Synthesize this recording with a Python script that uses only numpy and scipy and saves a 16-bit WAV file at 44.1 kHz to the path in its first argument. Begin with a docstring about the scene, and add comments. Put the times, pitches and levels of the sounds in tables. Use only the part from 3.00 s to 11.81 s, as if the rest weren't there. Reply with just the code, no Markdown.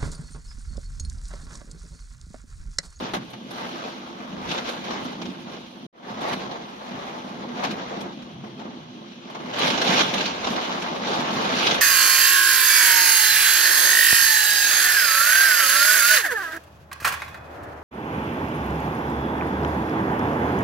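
"""Heavy rain inside a closed shelter

Gusts of rain beat on the glass and roof, heard from inside by a microphone with two close ports.
Behind a steady wash from outside, wind noise buffets the walls and clumped impacts drum low on the roof;
thumps ring the air and panels. Nearest the ear, drops patter, spray and fizz on the pane, as filtered ticks
and rustle, and big splats ring it. The sound cuts out for a moment and fades back in."""
import sys
import numpy as np
from scipy import signal
from scipy.fft import rfft, irfft, next_fast_len
from scipy.io import wavfile
from scipy.ndimage import uniform_filter1d

SR = 44100
rng = np.random.default_rng(int(sys.argv[2]) if len(sys.argv) > 2 else 0)


def pcm_store(signal):
    """Save signal as 16-bit PCM."""
    levels = np.round(np.clip(np.atleast_2d(signal), -1, 1) * 32767)
    wavfile.write(sys.argv[1], SR, levels.astype(np.int16).T)


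N = 388521  # length in samples


def gain_of(db):
    """Decibels to amplitude gain."""
    return 10 ** (np.asarray(db) / 20)


def sides(db):
    """A left-right difference in dB, shared equally as gains of the two ports."""
    return gain_of(np.multiply(db, [[.5], [-.5]]))


def evened(x):
    """Scaled to an rms of 1."""
    return x / np.sqrt(np.mean(x ** 2) + 1e-20)


def over_time(points):
    """A table of times and values, joined by straight lines."""
    return np.interp(np.arange(N) / SR, *np.transpose(points))


def over_pitch(points, hz):
    """A table read on a log-frequency axis."""
    f, value = np.transpose(points)
    return np.interp(np.log(hz + 1), np.log(f + 1), value)


def smoothed(x, width, axis=-1):
    """Two running means in a row."""
    return uniform_filter1d(uniform_filter1d(x, width, axis), width, axis)


def uneven(db, per_s):
    """A random wander of the level, in dB."""
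    return db * evened(smoothed(rng.standard_normal(N), int(SR / per_s / 2)))


def convolved(x, taps):
    """Both ports through one impulse response."""
    return signal.oaconvolve(x, taps[None], axes=1)[:, :N]


def coloured(x, spectrum):
    """Causal filter of unit energy: its phase is the Hilbert transform of the log gain."""
    hz = abs(np.fft.fftfreq(8192, 1 / SR))
    log_gain = np.log(gain_of(np.maximum(over_pitch(spectrum, hz), -100)))
    taps = np.fft.ifft(np.exp(np.conj(signal.hilbert(log_gain)))).real[:4096]
    return convolved(x, taps / np.linalg.norm(taps))


def drops(per_s, spread_db, t60, clump_db, clump_s, tick, count=1):
    """Random impacts, in clumps: a sharp tick, then a dying rustle unlike at the two ports."""
    hit = rng.random(N) < per_s / SR
    size = np.minimum(rng.exponential(1, N), 5)
    clump = evened(smoothed(rng.standard_normal(N), max(int(clump_s * SR), 1)))
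    train = hit * gain_of(spread_db * size + clump_db * clump)
    decay = gain_of(-120 / (t60 * SR))  # power kept from sample to sample
    envelope = np.sqrt(signal.lfilter([1], [1, -decay], train ** 2))
    # each of the count parts that a drop excites moves in its own way under the same envelope
    ticks = evened(train) * rng.choice([-1., 1.], (count, 2, N))
    rustle = evened(envelope) * rng.standard_normal((count, 2, N))
    return evened(rustle + tick * ticks)


DECAY_DB_PER_DB = -0.1248  # dB of decay time per dB of blow above -30: bigger blows die sooner


def bursts(rows, rise_s, t60, pan_db, tick):
    """Blows, one signal per dB column: a first contact, then a rustle that rises and dies, on a random side."""
    t = np.arange(SR // 2) / SR
    envelope, contact = np.zeros((2, len(rows[0]) - 1, 2, N + SR))
    for (s, *db), side in zip(rows, rng.standard_normal((len(rows), 1))):
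        at = round(s * SR)
        size = gain_of(db)[:, None, None] * sides(pan_db * side)
        decay_s = np.reshape(t60 * gain_of(DECAY_DB_PER_DB * (np.array(db) + 30)), (-1, 1, 1))
        envelope[:, :, at:at + len(t)] += size * (1 - np.exp(-t / rise_s)) * gain_of(-60 * t / decay_s)
        contact[:, :, at:at + 1] += tick * size
    return (envelope * rng.standard_normal(envelope.shape) + contact)[:, :, :N]


# likeness of the two microphone ports: pitch_hz, likeness (0 to 1)
SAME = [(60, 0.97), (200, 0.94), (350, 0.7), (500, 0.59), (750, 0.051), (1250, 0.49), (1700, 0.24),
        (2200, 0.16), (3200, 0.03), (6000, 0.24), (15000, .05)]
# balance of the two ports: pitch_hz, left_right_db
TILT = [(60, -1), (130, 0.5), (290, -1), (640, 1), (1410, 1), (3100, 1.5), (6820, -0.5), (15000, 2.5)]


def ports(x, lag_s):
    """Close microphone ports hear long waves alike, the right one a little late."""
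    size = next_fast_len(N)
    hz = np.fft.rfftfreq(size, 1 / SR)
    left, right = rfft(x, size)
    same, tilt = np.clip(over_pitch(SAME, hz), 0, 1), gain_of(over_pitch(TILT, hz) / 2)
    shared = same * left * np.exp(-2j * np.pi * hz * lag_s)
    own = np.sqrt(1 - same ** 2) * right
    return irfft(np.array([left * tilt, (shared + own) / tilt]), size)[:, :N]


# colour of the steady rain outside, through the glass: pitch_hz, relative_level_db (per Hz)
WASH = [(300, -20), (500, 8), (700, -2.5), (1100, 3), (1500, -23), (2300, -7), (2900, 2), (3280, 7.5),
        (3600, 0), (4100, 0), (5000, -11.5), (6200, -8.5), (7200, -33), (8200, -36.5), (12000, -62)]


def far_wash():
    """Countless drops outside the shelter merge into steady noise, heard through the glass."""
    return coloured(rng.standard_normal((2, N)) * gain_of(-52), WASH)


BUFFET_DB, BUFFETS_PER_S = 2.5, 26  # unevenness of the wind and the deepest rumble
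# level of the wind on the walls: start_s, level_db
WIND = [(0.0, -47), (0.04, -53), (0.2, -42.5), (0.23, -54), (1.26, -62), (1.5, -44.5), (1.59, -59),
        (2.81, -59), (2.85, -59), (3.08, -73), (3.11, -50), (3.25, -71), (3.3, -44.5), (3.8, -70),
        (3.96, -49), (4.1, -80), (4.21, -58), (4.88, -54.5), (5.3, -62), (5.33, -43), (5.62, -56),
        (5.63, -76), (5.79, -46.5), (6.05, -64), (6.58, -51), (6.69, -50), (6.86, -64), (6.93, -48),
        (7.77, -59), (8.81, -44.5)]
# colour of the wind on the walls: pitch_hz, relative_level_db (per Hz)
RUMBLE = [(40, -49), (70, -24), (95, -1.5), (125, 8), (160, 7), (250, -41), (500, -84)]


def wind_on_walls():
    """Wind buffets the shelter walls: low noise whose level wanders quickly."""
    level_db = over_time(WIND) + uneven(BUFFET_DB, BUFFETS_PER_S)
    return coloured(rng.standard_normal((2, N)) * gain_of(level_db), RUMBLE)


# level of the deepest rumble: start_s, level_db
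LOWS = [(0.0, -48), (0.07, -70), (0.14, -49), (0.19, -64), (1.25, -67), (1.47, -50), (1.74, -64),
        (1.99, -60), (2.87, -71), (2.94, -92), (3.14, -65), (4.21, -69), (4.75, -64), (4.92, -65),
        (6.32, -75), (6.57, -69), (7.25, -63), (7.45, -52), (7.57, -76), (7.6, -70), (8.75, -62),
        (8.8, -56)]
# colour of the deepest rumble: pitch_hz, relative_level_db (per Hz)
DEEP = [(10, -25), (22, -15), (40, -7), (70, 0), (95, -2), (140, -54)]


def deepest_rumble():
    """Noise at the bottom of hearing swells and sinks under everything."""
    level_db = over_time(LOWS) + uneven(BUFFET_DB, BUFFETS_PER_S)
    return coloured(rng.standard_normal((2, N)) * gain_of(level_db), DEEP)


# level of the rain on the roof overhead: start_s, level_db
ROOF = [(0.0, -32), (0.09, -41), (0.17, -44), (0.25, -42.5), (0.86, -41), (1.16, -42), (1.49, -35.5),
        (1.54, -40.5), (2.06, -36.5), (2.15, -40.5), (2.27, -35), (2.48, -42.5), (2.54, -41.5), (2.76, -47),
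        (2.85, -35), (2.99, -45), (3.08, -42.5), (3.32, -36), (3.77, -45.5), (3.8, -37.5), (3.83, -49),
        (3.91, -34.5), (4.05, -42), (4.64, -37), (4.71, -31.5), (4.85, -43.5), (4.98, -35), (5.1, -40),
        (5.17, -39.5), (5.28, -42), (5.36, -46.5), (5.68, -42), (5.92, -49), (5.97, -41.5), (6.17, -46.5),
        (6.27, -46), (6.29, -49), (6.43, -34.5), (6.53, -41.5), (6.65, -30.5), (6.85, -31.5), (6.89, -26.5),
        (7.1, -34), (7.21, -31.5), (7.34, -41.5), (7.53, -30), (7.6, -37), (8.73, -30.5), (8.81, -36)]
# low thumps on the roof: start_s, level_db
THUMPS = [(0.137, -25), (0.168, -24.5), (0.718, -28.5), (1.477, -28.5), (2.271, -26.5), (2.303, -35),
          (2.56, -33), (2.818, -38), (3.022, -35), (3.105, -31), (3.3, -36), (3.571, -44), (3.912, -40),
          (4.376, -33.5), (4.539, -33), (4.655, -42), (4.687, -28), (4.713, -28), (4.741, -43),
          (5.055, -27), (5.362, -41), (5.438, -28), (5.492, -45), (5.589, -33.5), (5.653, -29),
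          (5.697, -38), (5.959, -43.5), (6.008, -39), (6.256, -32), (6.64, -21.5), (6.892, -19),
          (7.475, -27), (8.19, -24), (8.304, -24.5), (8.39, -23), (8.692, -25)]
# colour of the roof panels and shelter air: pitch_hz, relative_level_db (per Hz)
DRUM = [(59, -42.5), (100, -21), (165, -4.5), (197, 0.5), (220, -2), (244, 3), (290, -5.5), (338, -4.5),
        (392, -14.5), (425, -7), (458, -23), (500, -13), (650, -16.5), (1100, -120)]


def roof_drum():
    """Clumped drops and slow-rising thumps shake the roof panels, which pass only low sound on."""
    roof, = drops(per_s=4300, spread_db=3.5, t60=0.015, clump_db=0.94, clump_s=0.051, tick=0.17)
    level_db = over_time(ROOF) + uneven(db=-0.5, per_s=26)
    thumps = bursts(THUMPS, rise_s=0.034, t60=0.18, pan_db=0, tick=5.2)[0]
    return coloured(roof * gain_of(level_db) + thumps, DRUM)


BOOM_DB, BOOM_SPREAD_DB = -7.5, 4  # ring against the thump's level, and its chance spread
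HUM_DB = -50.5  # steady hum, before each mode's own level
# low modes of the shelter air and roof panels: pitch_hz, level_db, t60_s
BOOM = [(195, -9, 0.26), (219.7, -6, 0.37), (248.7, -4.5, 0.21), (345.4, -5.5, 0.18), (722, -13, .06)]


def boom():
    """Thumps ring the low modes, each blow exciting them unevenly; scattered drops keep them humming."""
    t, out = np.arange(SR // 3) / SR, np.zeros(N)
    share = rng.standard_normal((len(THUMPS), len(BOOM)))
    for (hz, db, t60), part in zip(BOOM, share.T):
        rise = 1 - np.exp(-t * hz)
        ring = gain_of(db - 60 * t / t60) * rise * np.sin(2 * np.pi * hz * t)
        blows = np.zeros(N)
        for (s, level_db), p in zip(THUMPS, part):
            blows[round(s * SR)] = gain_of(level_db + BOOM_DB + BOOM_SPREAD_DB * p)
        hum = evened(signal.oaconvolve(rng.standard_normal(N), ring)[:N]) * gain_of(HUM_DB + db)
        out += signal.oaconvolve(blows, ring)[:N] + hum
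    return np.array([out, out])


FLURRY_DB, PATTER_FLURRY_DB, FLURRIES_PER_S = 1, 0.55, 14.5  # the heavy pane evens the flurries out
# rain driven against the pane: start_s, spray_db, patter_above_spray_db, fizz_above_spray_db
RAIN = [(0, -43.5, 11, -12), (.05, -37.5, 4.5, -28), (.13, -45, 5.5, -22), (.27, -51, 2.5, -21),
        (.46, -51.5, 1, -19), (.58, -41, 5.5, -19), (.85, -41, 5.5, -24), (1.0, -46.5, 4.5, -23),
        (1.3, -48.5, 8, -21), (1.43, -44, 6.5, -25), (1.51, -32.5, -2.5, -24), (1.55, -34, 3, -22),
        (1.63, -40.5, 4, -24), (1.67, -35, -0.5, -25), (1.72, -38.5, 4.5, -20), (1.81, -43.5, 5.5, -23),
        (1.93, -37.5, 4.5, -27), (2.1, -41.5, 5, -23), (2.17, -47.5, 5, -23), (2.28, -47.5, 2.5, -20),
        (2.44, -50.5, 4.5, -22), (2.54, -43.5, 4, -25), (2.64, -51.5, 3, -20), (2.86, -54, 4, -18),
        (2.93, -54, 16, -20), (2.97, -54, 14, -20), (3.015, -56, 12, -20), (3.04, -49, 10, -22),
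        (3.1, -45.5, 9.5, -25), (3.19, -45, 8.5, -23), (3.25, -37.5, 8.5, -24), (3.32, -37, 8.5, -21),
        (3.36, -42, 6, -24), (3.4, -42, 6.5, -23), (3.53, -46, 9, -28), (3.73, -50, 5.5, -21),
        (4.0, -43, 8.5, -24), (4.27, -46.5, 7, -21), (4.5, -48.5, 9.5, -26), (4.54, -46, 6.5, -24),
        (4.6, -40, 8.5, -28), (4.64, -36.5, 8, -26), (4.69, -40, 5.5, -26), (4.77, -45, 8, -24),
        (4.8, -40.5, 6.5, -30), (4.84, -44, 7.5, -31), (4.9, -42, 7.5, -25), (4.95, -42, 8.5, -31),
        (4.99, -45.5, 9, -26), (5.06, -48, 10.5, -24), (5.16, -52.5, 5, -26), (5.4, -55.5, 5.5, -23),
        (5.48, -54, 4, -22), (5.56, -53.5, 2, -23), (5.65, -52, 9, -31), (5.75, -53, 5.5, -26),
        (6.2, -52, 0, -26), (6.3, -48.5, 7.5, -28), (6.52, -42, 8, -25), (6.621, -24, 0, -30),
        (6.68, -26.5, 2, -22), (6.78, -30, 2.5, -28), (6.85, -25, -3, -27), (6.91, -22, -0.5, -26),
        (6.96, -23.5, -1, -26), (7.02, -20.5, -1, -27), (7.07, -31.5, 2.5, -24), (7.11, -31, 2.5, -29),
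        (7.22, -32, 2.5, -26), (7.3, -34, 2.5, -31), (7.39, -36.5, 2.5, -27), (7.45, -34.5, 3.5, -27),
        (7.5, -34, 3, -24), (7.57, -34.5, 9, -27), (7.62, -33, 3, -29), (7.69, -36.5, 6, -26),
        (7.73, -34.5, 4.5, -25), (7.8, -34.5, 3.5, -25), (7.92, -39, 7, -27), (7.99, -40.5, 8.5, -23),
        (8.06, -33, 2, -31), (8.15, -30.5, 6.5, -26), (8.23, -31.5, 4.5, -31), (8.27, -32.5, 6, -31),
        (8.34, -31, 1, -22), (8.38, -32, 4.5, -26), (8.5, -27.5, 1.5, -27), (8.66, -24.5, -1, -24),
        (8.81, -30.5, 2.5, -26)]


def rain_levels():
    """Gusts set the levels of patter, spray and fizz in dB, each roughened by flurries."""
    s, spray_db, patter_above_db, fizz_above_db = np.transpose(RAIN)
    t = np.arange(N) / SR
    patter = np.interp(t, s, spray_db + patter_above_db) + uneven(PATTER_FLURRY_DB, FLURRIES_PER_S)
    spray = np.interp(t, s, spray_db) + uneven(FLURRY_DB, FLURRIES_PER_S)
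    fizz = spray + np.interp(t, s, fizz_above_db) + uneven(FLURRY_DB, FLURRIES_PER_S)
    return patter, spray, fizz


SPATTER_DB, SPATTER_PER_S, SPATTER_SPREAD_DB = -12.5, 1200, 2.5  # level against the spray's drops


def spatter(low_hz=1220, high_hz=6450, cycles=4, count=16):
    """Single drops, each a few cycles at its own pitch, nearer one port or the other."""
    hit = rng.random((2, N)) < SPATTER_PER_S / SR
    size = hit * gain_of(SPATTER_SPREAD_DB * np.minimum(rng.exponential(1, (2, N)), 5))
    kind = rng.integers(0, count, (2, N))
    t, out = np.arange(512) / SR, np.zeros((2, N))
    for k, hz in enumerate(np.geomspace(low_hz, high_hz, count)):
        grain = t * np.exp(-2 * np.pi * t * hz / cycles) * np.sin(2 * np.pi * hz * t)
        out += convolved(size * (kind == k), grain / np.linalg.norm(grain))
    return evened(out + 0.068 * out[::-1])  # a little reaches the other port


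SPLAT_RISE_S = 0.0037
# decay of a splat of -30 dB, in the order spray, patter, fizz: t60_s
SPLAT_T60 = [0.063, 0.091, 0.061]
# big drops bursting on the pane: start_s, spray_db, patter_db, fizz_db
SPLATS = [(0.1358, -22, -17, -39), (0.146, -25, -28, -50), (0.163, -35, -28, -57), (0.302, -43, -43, -49),
          (0.3325, -34, -35, -58), (0.508, -34, -30.5, -45), (1.201, -46, -33, -69),
          (1.4516, -42.5, -41, -61), (1.4876, -28, -38, -55), (1.5134, -20, -27, -49),
          (1.579, -20.5, -29, -59), (1.6871, -24, -24, -46), (1.844, -33, -41, -55), (1.906, -26, -27, -66),
          (2.044, -47, -36, -48), (2.2164, -26, -31, -56), (2.2538, -30, -39, -66), (2.2987, -39, -45, -63),
          (3.083, -45, -34, -70), (3.2104, -32, -31, -47), (3.2816, -37, -26, -46),
          (3.33, -21.5, -28.5, -44), (3.5114, -30, -30.5, -63), (4.4862, -36, -33, -72),
          (4.592, -35, -30, -72), (4.6356, -21.5, -23, -45), (4.647, -22, -37, -52), (4.709, -24, -50, -48),
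          (5.0075, -28.5, -32, -47), (5.123, -40.5, -40, -76), (5.2194, -40, -53, -66),
          (5.4385, -44, -35, -70), (5.466, -55, -40, -75), (5.495, -55, -43, -75),
          (5.5934, -39, -34.5, -70), (5.611, -46, -37.5, -75), (5.6594, -52, -36, -78),
          (5.7, -54, -42, -78), (6.2986, -41, -48, -58), (6.348, -32.5, -28.5, -59),
          (6.536, -24.5, -46, -61), (6.5854, -35, -32, -39), (6.702, -14, -28, -48),
          (6.776, -15, -18.5, -50), (6.816, -12.5, -27, -39), (6.8434, -27, -20, -40),
          (6.875, -19, -30, -48), (7.1382, -14.5, -23.5, -38.5), (7.18, -17, -41, -48),
          (7.207, -16, -27, -51), (7.2424, -32, -44, -59), (7.2561, -16.5, -38, -51),
          (7.4093, -30, -33, -60), (7.4443, -19, -31, -64), (7.47, -17.5, -18.5, -58),
          (7.56, -23, -25, -55), (7.6108, -35, -23, -58), (7.725, -26, -42, -55), (7.82, -22.5, -46, -49),
          (7.9545, -29, -38, -60), (8.049, -41, -22.5, -63), (8.0775, -32, -26.5, -62),
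          (8.2034, -33, -23.5, -45), (8.365, -24, -22, -55), (8.5873, -20, -29, -45),
          (8.627, -26, -33, -46), (8.668, -8, -25, -39), (8.71, -10.5, -27, -55), (8.744, -14, -21, -38)]


def splats():
    """Big drops burst on the pane: a hard contact, then spray, patter and fizz that die in their own times."""
    return bursts(SPLATS, SPLAT_RISE_S, SPLAT_T60, pan_db=1, tick=2.4)


# rings that a splat wakes in the pane: pitch_hz, level_db (against its patter, above 1.4 kHz its spray), t60_s
KNOCK = [(348, -10.5, .1), (720, -10, .06), (898, -12, .09), (1560, -23, .05), (2356, -22, .05),
         (3020, -24, .05)]


def knocks():
    """Each splat also rings the pane briefly, every ring by its own chance amount."""
    t, out = np.arange(SR // 8) / SR, np.zeros((2, N))
    share = rng.standard_normal((len(SPLATS), len(KNOCK), 2))
    s, spray_db, patter_db, _ = np.transpose(SPLATS)
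    at = np.round(s * SR).astype(int)
    for k, (hz, db, t60) in enumerate(KNOCK):
        rise = 1 - np.exp(-t / SPLAT_RISE_S)
        ring = gain_of(db - 60 * t / t60) * rise * np.sin(2 * np.pi * hz * t)
        blows = np.zeros((2, N))
        blows[:, at] = gain_of(patter_db if hz < 1400 else spray_db) * share[:, k].T
        out += convolved(blows, ring)
    return out


PATCH_DB, PATCH_S, PATCH_HZ = 1.22, 0.03, 600


def patchy(x):
    """Short stretches of the spectrum swell and sink at random."""
    z = signal.stft(x, nperseg=256, noverlap=192)[2]
    bins, frames = max(int(PATCH_HZ * 256 / SR), 1), max(int(PATCH_S * SR / 64), 1)
    field = smoothed(rng.standard_normal(z.shape[:0:-1]), frames, axis=0)
    field = evened(smoothed(field, bins, axis=1))
    return signal.istft(z * gain_of(PATCH_DB * field.T), nperseg=256, noverlap=192)[1][:, :N]


# narrow rings of the pane and its frame: pitch_hz, width_hz, level_db (above the surroundings)
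RINGS = [(757, 39, -1.5), (887, 20, 4.5), (1083, 18, 3), (1604, 29, 4), (2040, 36, 2.5), (2436, 39, 4.5),
         (2940, 20, 6), (3650, 28, 2.5), (3955, 28, 2), (4620, 33, -3.5), (5060, 47, -3.5), (5770, 46, 6)]


def rung(x):
    """The pane lifts or lowers the sound around each of its rings."""
    hz = np.arange(0, SR / 2, 10.)
    lift_db = sum(db / (1 + (2 * (hz - f) / width) ** 2) for f, width, db in RINGS)
    return coloured(x, np.transpose([hz, lift_db]))


LEAN_DB_PER_DB = -0.0842  # left-right dB per dB of spray above -50: harder rain has its treble further right
# bending of the pane: pitch_hz, relative_level_db (per Hz)
PATTER = [(200, -31), (320, -11.5), (500, -6.5), (700, -7), (900, -8), (1200, -8), (1600, -16.5),
          (2200, -18), (3500, -55.5)]
# colour of a hollow note in the patter: pitch_hz, relative_level_db (per Hz)
HOLLOW = [(350, -49), (580, -9.5), (700, 5.5), (800, 3), (950, -6.5), (1500, -51.5)]
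# the hollow note comes and goes: start_s, level_db (against the patter)
HOLLOW_DB = [(0, -17), (0.15, -10), (0.5, -11), (1.5, -18), (2.8, -6), (3.25, -6), (4.0, -8), (4.6, -10),
             (5.0, -9), (5.6, -5), (6.2, -19), (7.0, -9.5), (7.6, -12.5), (8.15, -8), (8.81, -11)]
# drops breaking up: pitch_hz, relative_level_db (per Hz)
SPRAY = [(700, -46.5), (1200, 0.5), (1600, 3), (1900, -3.5), (2100, 0.5), (2620, 3), (3300, 4), (4000, 2.5),
         (5050, -4), (6310, -6), (7250, -15), (8200, -35), (9500, -60), (11000, -100)]
# finest droplets: pitch_hz, relative_level_db (per Hz)
FIZZ = [(6500, -43), (8000, 6.5), (8270, -6), (8720, 6), (10200, 6.5), (13700, 1), (14900, -3),
        (15300, -31), (15700, -59)]


def rain_on_pane():
    """Drops bend the pane (patter and hollow note) and break up on it (spray and fizz)."""
    patter_db, spray_db, fizz_db = rain_levels()
    pane, splash, note = drops(per_s=1500, spread_db=0.0, t60=0.061, clump_db=0.37, clump_s=0.0031,
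                               tick=0.46, count=3)
    mist, = drops(per_s=1300, spread_db=-2.0, t60=0.05, clump_db=0.5, clump_s=0.032, tick=.3)
    splat_spray, splat_patter, splat_fizz = splats()
    lean = sides(LEAN_DB_PER_DB * (spray_db + 50))
    patter = coloured(pane * gain_of(patter_db) + splat_patter, PATTER)
    hollow = note * gain_of(patter_db) + splat_patter[::-1]  # the splats with their ports swapped
    hollow = coloured(hollow * gain_of(over_time(HOLLOW_DB)), HOLLOW)
    spray = (splash + gain_of(SPATTER_DB) * spatter()) * gain_of(spray_db)
    spray = coloured(spray + splat_spray, SPRAY) * lean
    fizz = coloured(mist * gain_of(fizz_db) + splat_fizz, FIZZ) * lean ** 2
    return patchy(patter + hollow + spray + fizz)


# the gusts drive the rain to one side or the other: start_s, left_right_db
DRIFT = [(0.0, 2.5), (0.07, -2), (0.14, 0), (0.22, -1.5), (1.77, -1), (2.82, -2), (2.92, -1), (3.12, -1),
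         (4.56, -0.5), (7.58, -1.5), (7.83, -0.5), (8.81, -1)]


def scene():
    """The shelter's shell and, nearer, its glass with the far wash, each at the two ports."""
    shell = deepest_rumble() + wind_on_walls() + roof_drum() + boom()
    glass = rung(far_wash() + rain_on_pane()) + knocks()
    return ports(shell, lag_s=0.00018) + ports(glass, lag_s=0.000383) * sides(over_time(DRIFT))


FADE_IN_S, FADE_CURVE = 0.19, 0.89  # the gain rises as this power of time
EDGE_HZ = 15692  # top of the band
# silence: start_s, end_s
DROPOUT = 2.867, 2.927


def record(dry):
    """The sound cuts out, fades back in, and a low-pass filter limits the band."""
    t = np.arange(N) / SR
    start, end = DROPOUT
    on = np.clip(np.maximum(start - t, t - end) / .002, 0, 1)  # 2 ms ramps beside the silence
    fade = np.where(t < start, 1, np.clip((t - end) / FADE_IN_S, .03, 1) ** FADE_CURVE)
    low_pass = signal.firwin(511, EDGE_HZ, window=("kaiser", 9), fs=SR)
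    return signal.oaconvolve(dry * on * fade, low_pass[None], "same")


dry = scene()
out = record(dry)
pcm_store(out)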